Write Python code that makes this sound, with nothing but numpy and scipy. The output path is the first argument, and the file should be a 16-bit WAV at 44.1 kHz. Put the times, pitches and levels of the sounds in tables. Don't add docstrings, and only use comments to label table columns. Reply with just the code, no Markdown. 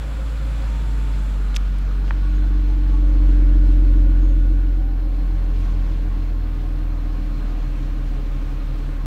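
import sys
import numpy as np
from scipy import signal
from scipy.fft import rfft, irfft
from scipy.io import wavfile
from scipy.ndimage import uniform_filter1d

SR = 44100
rng = np.random.default_rng(int(sys.argv[2]) if len(sys.argv) > 2 else 0)


def natural_amplitude(level_db):
    exponent = np.asarray(level_db, float) / 20
    return 10 ** exponent


def unload_audio(sound):
    columns = np.transpose(np.atleast_2d(sound))
    steps = np.round(np.clip(columns, -1, 1) * 32767)
    wavfile.write(sys.argv[1], SR, steps.astype(np.int16))


N = 399534


def rms_one(x):
    return x / np.sqrt(np.mean(x ** 2) + 1e-20)


def in_time(rows):
    s, *columns = np.transpose(rows)
    return [np.interp(np.arange(N) / SR, s, c) for c in columns]


def window(start_s, end_s, fade_s):
    t = np.arange(N) / SR
    return np.clip(np.minimum(t - start_s, end_s - t) / fade_s + .5, 0, 1)


def drift(rate):
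    r = np.exp(-80 * np.pi * rate / SR)
    slow = signal.lfilter([1], [1, -2 * r, r * r], rng.standard_normal(N // 40 + 2002))[2000:]
    return np.interp(np.arange(N) / 40, np.arange(len(slow)), rms_one(slow))


def resonance(x, hz, width_hz):
    r = np.exp(-np.pi * width_hz / SR)
    feedback = [1, -2 * r * np.cos(2 * np.pi * hz / SR), r * r]
    return signal.lfilter(np.array([1, 0, -1]) * (1 - r * r) / 2, feedback, x)


def double_resonance(x, hz, width_hz):
    return resonance(resonance(x, hz, width_hz), hz, width_hz)


def tone(turns, db):
    return np.sqrt(2) * natural_amplitude(db) * np.cos(2 * np.pi * turns)


def noise(spectrum, patchy_db, beat_db=0):
    hz, db = np.transpose(spectrum)
    grid = np.maximum(np.arange(N // 2 + 1) * SR / N, 1)
    shape_db = np.interp(np.log(grid), np.log(hz), db, left=-90, right=-90)
    shaped = rfft(rng.standard_normal(N)) * natural_amplitude(shape_db)
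    band = np.floor(2 * np.log2(grid / hz[0])).clip(0, int(2 * np.log2(hz[-1] / hz[0])))
    together = drift(3.6)
    out = np.zeros(N)
    for k in np.unique(band):
        flicker_db = patchy_db * (0.73 * together + drift(11)) + beat_db
        out += irfft(shaped * (band == k), N) * natural_amplitude(flicker_db)
    return rms_one(out)


def skirt_db(hz, peak_hz, width_hz):
    return -10 * np.log10(1 + ((hz - peak_hz) / width_hz) ** 2)


# time in seconds, firing rate in firings per second.
FIRING_RATE = [(0.0, 53.1), (0.2, 53.66), (0.6, 52.34), (1.0, 50.24), (1.4, 47.56), (1.8, 46.78),
               (2.4, 46.81), (3.0, 45.75), (4.4, 43.98), (4.6, 44.41), (5.0, 43.21), (5.2, 43.73),
               (5.4, 42.7), (6.0, 41.98), (7.6, 39.62), (9.06, 38.26)]
# time in seconds, firing tone (nearness) in dB,
# pipe ring (facing the mouth) in dB.
MIC_PATH = [(0, -24.5, -58), (.3, -21, -57), (.85, -19, -60), (1.3, -19, -58), (1.8, -18.5, -59),
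            (2.1, -18, -42), (2.4, -14.5, -37), (2.8, -15, -35.5), (3.3, -10.5, -30.5), (4.0, -11, -31),
            (4.4, -12.5, -33), (5.0, -17.5, -40), (5.8, -17.5, -41), (6.4, -20, -42.5), (7.4, -20.5, -40),
            (8.4, -21, -43), (9.06, -22, -44)]


def firing_orders(turns, speed, first_db):
    second_db = first_db - 14.5 + skirt_db(2 * speed, 81.4, 5.1) + 1.6 * drift(1.1)
    fourth_db = first_db - 24.5 + skirt_db(4 * speed, 191.7, 11) + 1.1 * drift(2.4)
    load_db = 0.42 * drift(7.7)
    out = tone(turns, first_db + load_db)
    out += tone(2 * turns + .28, second_db) + tone(4 * turns - .42, fourth_db)
    out += tone(turns / 2 + .33, first_db - 36) + tone(1.5 * turns - .36, first_db - 36)
    out += tone(5.5 * turns, fourth_db - 9.5) + tone(6 * turns + .1, second_db - 15)
    out += tone(3 * turns, first_db - 34.5) + tone(5 * turns, fourth_db - 13)
    return out


# blow strength in dB, arrival against the firing tone in ms.
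CYLINDERS = [(-4.9, -9.83), (-4.4, -12.0), (-3.1, -7.23), (-4.3, -8.18), (0.0, -7.28), (-1.0, -8.08)]


def exhaust_blows(turns):
    count = int(turns[-1])
    blow_db, lag_ms = np.array(CYLINDERS)[np.arange(count) % 6].T
    scatter = rng.standard_normal((count, 2))
    late_ms = lag_ms + .04 * scatter[:, 0]
    at = np.interp(np.arange(count), turns, np.arange(N)) + late_ms * SR / 1000
    blows = np.zeros(N)
    blows[np.clip(at.astype(int), 0, N - 1)] = natural_amplitude(blow_db + .7 * scatter[:, 1])
    return blows


# frequency in Hz, width in Hz, level in dB against a point 18.5 dB
SILENCER = [(28, 14, -42.5), (70, 30, -34), (135, 23, -32.5), (248.7, 17, -28), (340, 36, -32.5),
            (526, 110, -26.5)]


def engine():
    first_db, ring_db = in_time(MIC_PATH)
    speed, = in_time(FIRING_RATE)
    turns = np.cumsum(speed) / SR - .12
    orders = firing_orders(turns, speed, first_db)
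    blows = exhaust_blows(turns)
    ring = double_resonance(blows, 302, 29)
    evened = ring / np.sqrt(uniform_filter1d(ring ** 2, size=SR // 3) + 1e-20)
    silencer = sum(natural_amplitude(db) * rms_one(double_resonance(blows, hz, w)) for hz, w, db in SILENCER)
    return orders + natural_amplitude(ring_db) * evened + natural_amplitude(first_db - 18.5) * silencer, turns


# time in seconds, openness in dB.
OPENNESS = [(0, 3.5), (.7, 4), (1.3, 2), (2.2, 0.5), (3.5, 0), (4.9, -4), (5.45, -2), (5.65, 1),
            (6.4, -1.5), (7.8, 0.5), (9.06, 0)]
# frequency in Hz, density in dB per Hz.
RUMBLE = [(20, -2.5), (35, -5.5), (60, -1.5), (110, -3.5), (160, -4), (230, -9), (330, -7.5), (400, -48.5),
          (520, -14.5)]
# frequency in Hz, density in dB per Hz.
RUSH = [(240, -31), (400, -1), (452, -0.5), (541, -2.5), (948, -4.5), (1080, -5), (1360, -7), (1460, -5.5),
        (1550, -6), (2800, -19.5), (3640, -27.5), (6160, -120)]
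# frequency in Hz, density in dB per Hz.
SIZZLE = [(1350, -16), (2300, -1.5), (3830, -6.5), (4240, -8), (4890, -11), (9500, -22), (12400, -40),
          (20900, -120)]


def air(turns):
    open_db, = in_time(OPENNESS)
    beat = np.cos(2 * np.pi * turns)
    out = natural_amplitude(-39.5 + .3 * open_db) * noise(RUMBLE, patchy_db=0.1)
    out += natural_amplitude(-46.5 + .7 * open_db) * noise(RUSH, patchy_db=1.0, beat_db=0.34 * beat)
    out += natural_amplitude(-53.5 + open_db) * noise(SIZZLE, patchy_db=0.84, beat_db=0.63 * beat)
    return out


def engine_bay():
    level_db, until_s = -59.5, 1.55
    low = rms_one(double_resonance(rng.standard_normal(N), 7400, 1500))
    high = rms_one(double_resonance(rng.standard_normal(N), 10300, 3000))
    out = natural_amplitude(level_db - 1.5) * low * window(-1, until_s, 0.53)
    return out + natural_amplitude(level_db - 6) * high * window(-1, until_s, 0.46)


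# frequency in Hz, width in Hz, level in dB,
# start in seconds, end in seconds.
DUCTS = [(535.4, 7, -47.5, -1, .82), (539, 56, -48.5, 3.0, 4.5), (545, 36, -53.5, 4, 10),
         (421, 13, -54, 0.9, 9), (856, 7.5, -55, 2.5, 3.1), (1117, 22, -56.5, 2, 3.4),
         (730, 13, -59, 4.5, 10), (1079.5, 15, -57, 5, 10), (1233, 15, -57, 6.5, 10),
         (1448, 60, -55.5, -1.5, 2.55), (1456, 9, -56, 2, 4.92), (1240, 180, -52, 0, 2.1),
         (784, 7.8, -57.5, 4.5, 5.65), (3430, 90, -61.5, -1, 1.34)]


def ducts():
    out = np.zeros(N)
    for hz, width_hz, db, start_s, end_s in DUCTS:
        singing = rms_one(resonance(rng.standard_normal(N), hz, width_hz))
        out += natural_amplitude(db + drift(1.6)) * window(start_s, end_s, 0.22) * singing
    return out


# multiple of the shaft rate, level against the hum in dB.
FAN_TONES = [(1, -8), (5, 1), (15, -23.5)]
# start in seconds, end in seconds, gain in dB.
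FAN_FACED = [
    (.9, 1.3, 2.5),
    (6.5, 7.4, 4),
    (7.7, 8.4, 2.5),
]


def fan():
    turns = 27.92 * np.arange(N) / SR + 0.0066 * drift(1.9)
    faced_db = sum(db * window(start_s, end_s, 0.46) for start_s, end_s, db in FAN_FACED)
    hum_db = -43.5 + 0.36 * in_time(OPENNESS)[0] + faced_db
    out = tone(10 * turns, -46.5 - 8 * window(1.5, 2.7, .4) + .8 * drift(.8))
    for k, db in FAN_TONES:
        out += tone(k * turns, hum_db + db + 0.54 * drift(1.5))
    return out


# start in seconds, length in seconds, frequency in Hz, level in dB.
CHIRPS = [(1.443, 0.11, 4050, -60), (1.95, 0.17, 4020, -71), (2.3, .25, 3500, -65), (4.25, 0.21, 3520, -67),
          (2.196, 0.26, 4030, -66), (2.288, 0.034, 6570, -67), (2.345, .03, 6570, -65),
          (2.52, .07, 6130, -77), (2.675, 0.06, 6110, -69), (2.827, .23, 6130, -76),
          (4.205, 0.061, 6555, -66), (4.277, 0.052, 6555, -66)]


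def insects():
    band = double_resonance(rng.standard_normal(N), 4155, 75)
    band += .4 * natural_amplitude(3 * drift(2.5)) * double_resonance(rng.standard_normal(N), 4320, 90)
    chorus_db = -65.5 + .3 * in_time(OPENNESS)[0] + .8 * drift(1.3) + 1.1 * drift(16)
    out = natural_amplitude(chorus_db) * rms_one(band)
    t = np.arange(N) / SR
    for start_s, length_s, hz, db in CHIRPS:
        chirp = tone(hz * t + .06 * drift(40), db + 2.2 * drift(30)) + tone(2 * hz * t, db - 16)
        out += window(start_s, start_s + length_s, .008) * chirp
    return out


# start in seconds, end in seconds, first pitch in Hz, last pitch in Hz, level in dB.
TRAFFIC = [
    (.35, 1.5, 111, 110.4, -44),
    (1.5, 2.5, 221.6, 222, -51),
    (2.1, 3.4, 82, 84.8, -47),
    (5.21, 6.3, 89.52, 91.16, -38.5),
    (7.1, 7.645, 65, 64.6, -47),
    (7.654, 9.3, 66.8, 67.1, -42.5),
]
# levels of multiples 1, 2, 3 and 4 in dB.
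TRAFFIC_VOICES = [(0, -10.5, -34, -33), (0, -40, -40, -40), (0, -8.5, -35, -34), (0, -4, -40, -40),
                  (0, -6, 2.5, -1), (0, 3, -7, -5.5)]


def traffic():
    out = np.zeros(N)
    for (start_s, end_s, first_hz, last_hz, db), voice in zip(TRAFFIC, TRAFFIC_VOICES):
        hz, = in_time([(start_s, first_hz), (end_s, last_hz)])
        turns = np.cumsum(hz) / SR + 0.014 * drift(4.0)
        stack = np.zeros(N)
        for k, share_db in enumerate(voice, 1):
            stack += tone(k * turns, db + share_db + 1.9 * drift(1.1))
        out += stack * window(start_s, end_s, 0.15)
    return out


def belt_whine(turns):
    from_s, to_s, sag_db_per_s = .62, 1.58, 8
    whine_db = -50 - sag_db_per_s * (np.arange(N) / SR - from_s)
    return tone(17.9 * turns + 0.34 * drift(3.6), whine_db) * window(from_s, to_s, 0.23)


# start in seconds, peak level in dB, ring in Hz, time for the decay to fall 120
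# dB in ms.
TICKS = [(1.5436, -28, 3300, 1.3), (1.5455, -27, 3000, 2.4), (1.5612, -29, 7500, 1.0),
         (1.5637, -12, 3200, 1.9), (1.5639, -31, 10500, 1.0), (1.5645, -22, 3000, 3.0),
         (1.5678, -16, 5400, 1.4), (1.5677, -23, 1900, 3.0), (1.5679, -35, 12500, 1.0),
         (1.7853, -36, 9000, .5), (1.7878, -41, 9500, .9), (2.0797, -31, 2300, 2.2),
         (2.1083, -13, 1400, 2.5), (2.1096, -23, 2000, 2.2), (2.1101, -27, 800, 7.0)]
# start in seconds, length in seconds, frequency in Hz, level in dB.
RUBS = [
    (1.549, 0.022, 5050, -43.5),
    (1.561, 0.0035, 4220, -34),
    (2.047, .055, 3470, -55),
    (5.577, .05, 8000, -67),
]


def handling():
    out, t = np.zeros(N), np.arange(SR // 50) / SR
    for start_s, db, hz, fall_ms in TICKS:
        ring = -np.sin(2 * np.pi * hz * t) * natural_amplitude(-120000 * t / fall_ms) * (t * hz) ** 2
        i = round(start_s * SR)
        out[i:i + len(t)] += natural_amplitude(db) * ring / np.abs(ring).max()
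    grit = rng.standard_normal(N) * rng.exponential(1, N)
    for start_s, length_s, hz, db in RUBS:
        rub = rms_one(double_resonance(grit, hz, hz))
        out += natural_amplitude(db) * window(start_s, start_s + length_s, 0.007) * rub
    return signal.sosfilt(signal.butter(2, 450, "high", fs=SR, output="sos"), out)


def scene():
    exhaust, turns = engine()
    gas = air(turns) + engine_bay() + ducts()
    surroundings = fan() + insects() + traffic()
    return (exhaust + gas + surroundings + belt_whine(turns) + handling())[None]


# frequency in Hz, density in dB per Hz.
SELF_NOISE = [(5000, -15), (8000, -16.5), (10000, 0), (13000, 2.5), (16000, 6)]


def preamp_hiss(dry):
    level_db = 10 * np.log10(uniform_filter1d(dry[0] ** 2, size=SR // 2) + 1e-12)
    return natural_amplitude(-66.5 - .15 * (level_db + 20)) * noise(SELF_NOISE, patchy_db=.15)


def top_cut(x):
    return signal.sosfilt(signal.butter(12, 17020, fs=SR, output="sos"), x)


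def record(dry):
    top = signal.ellip(12, .5, 80, 15650, fs=SR, output="sos")
    mix = signal.sosfilt(top, dry + preamp_hiss(dry))
    return top_cut(mix)


dry = scene()
out = record(dry)
unload_audio(out)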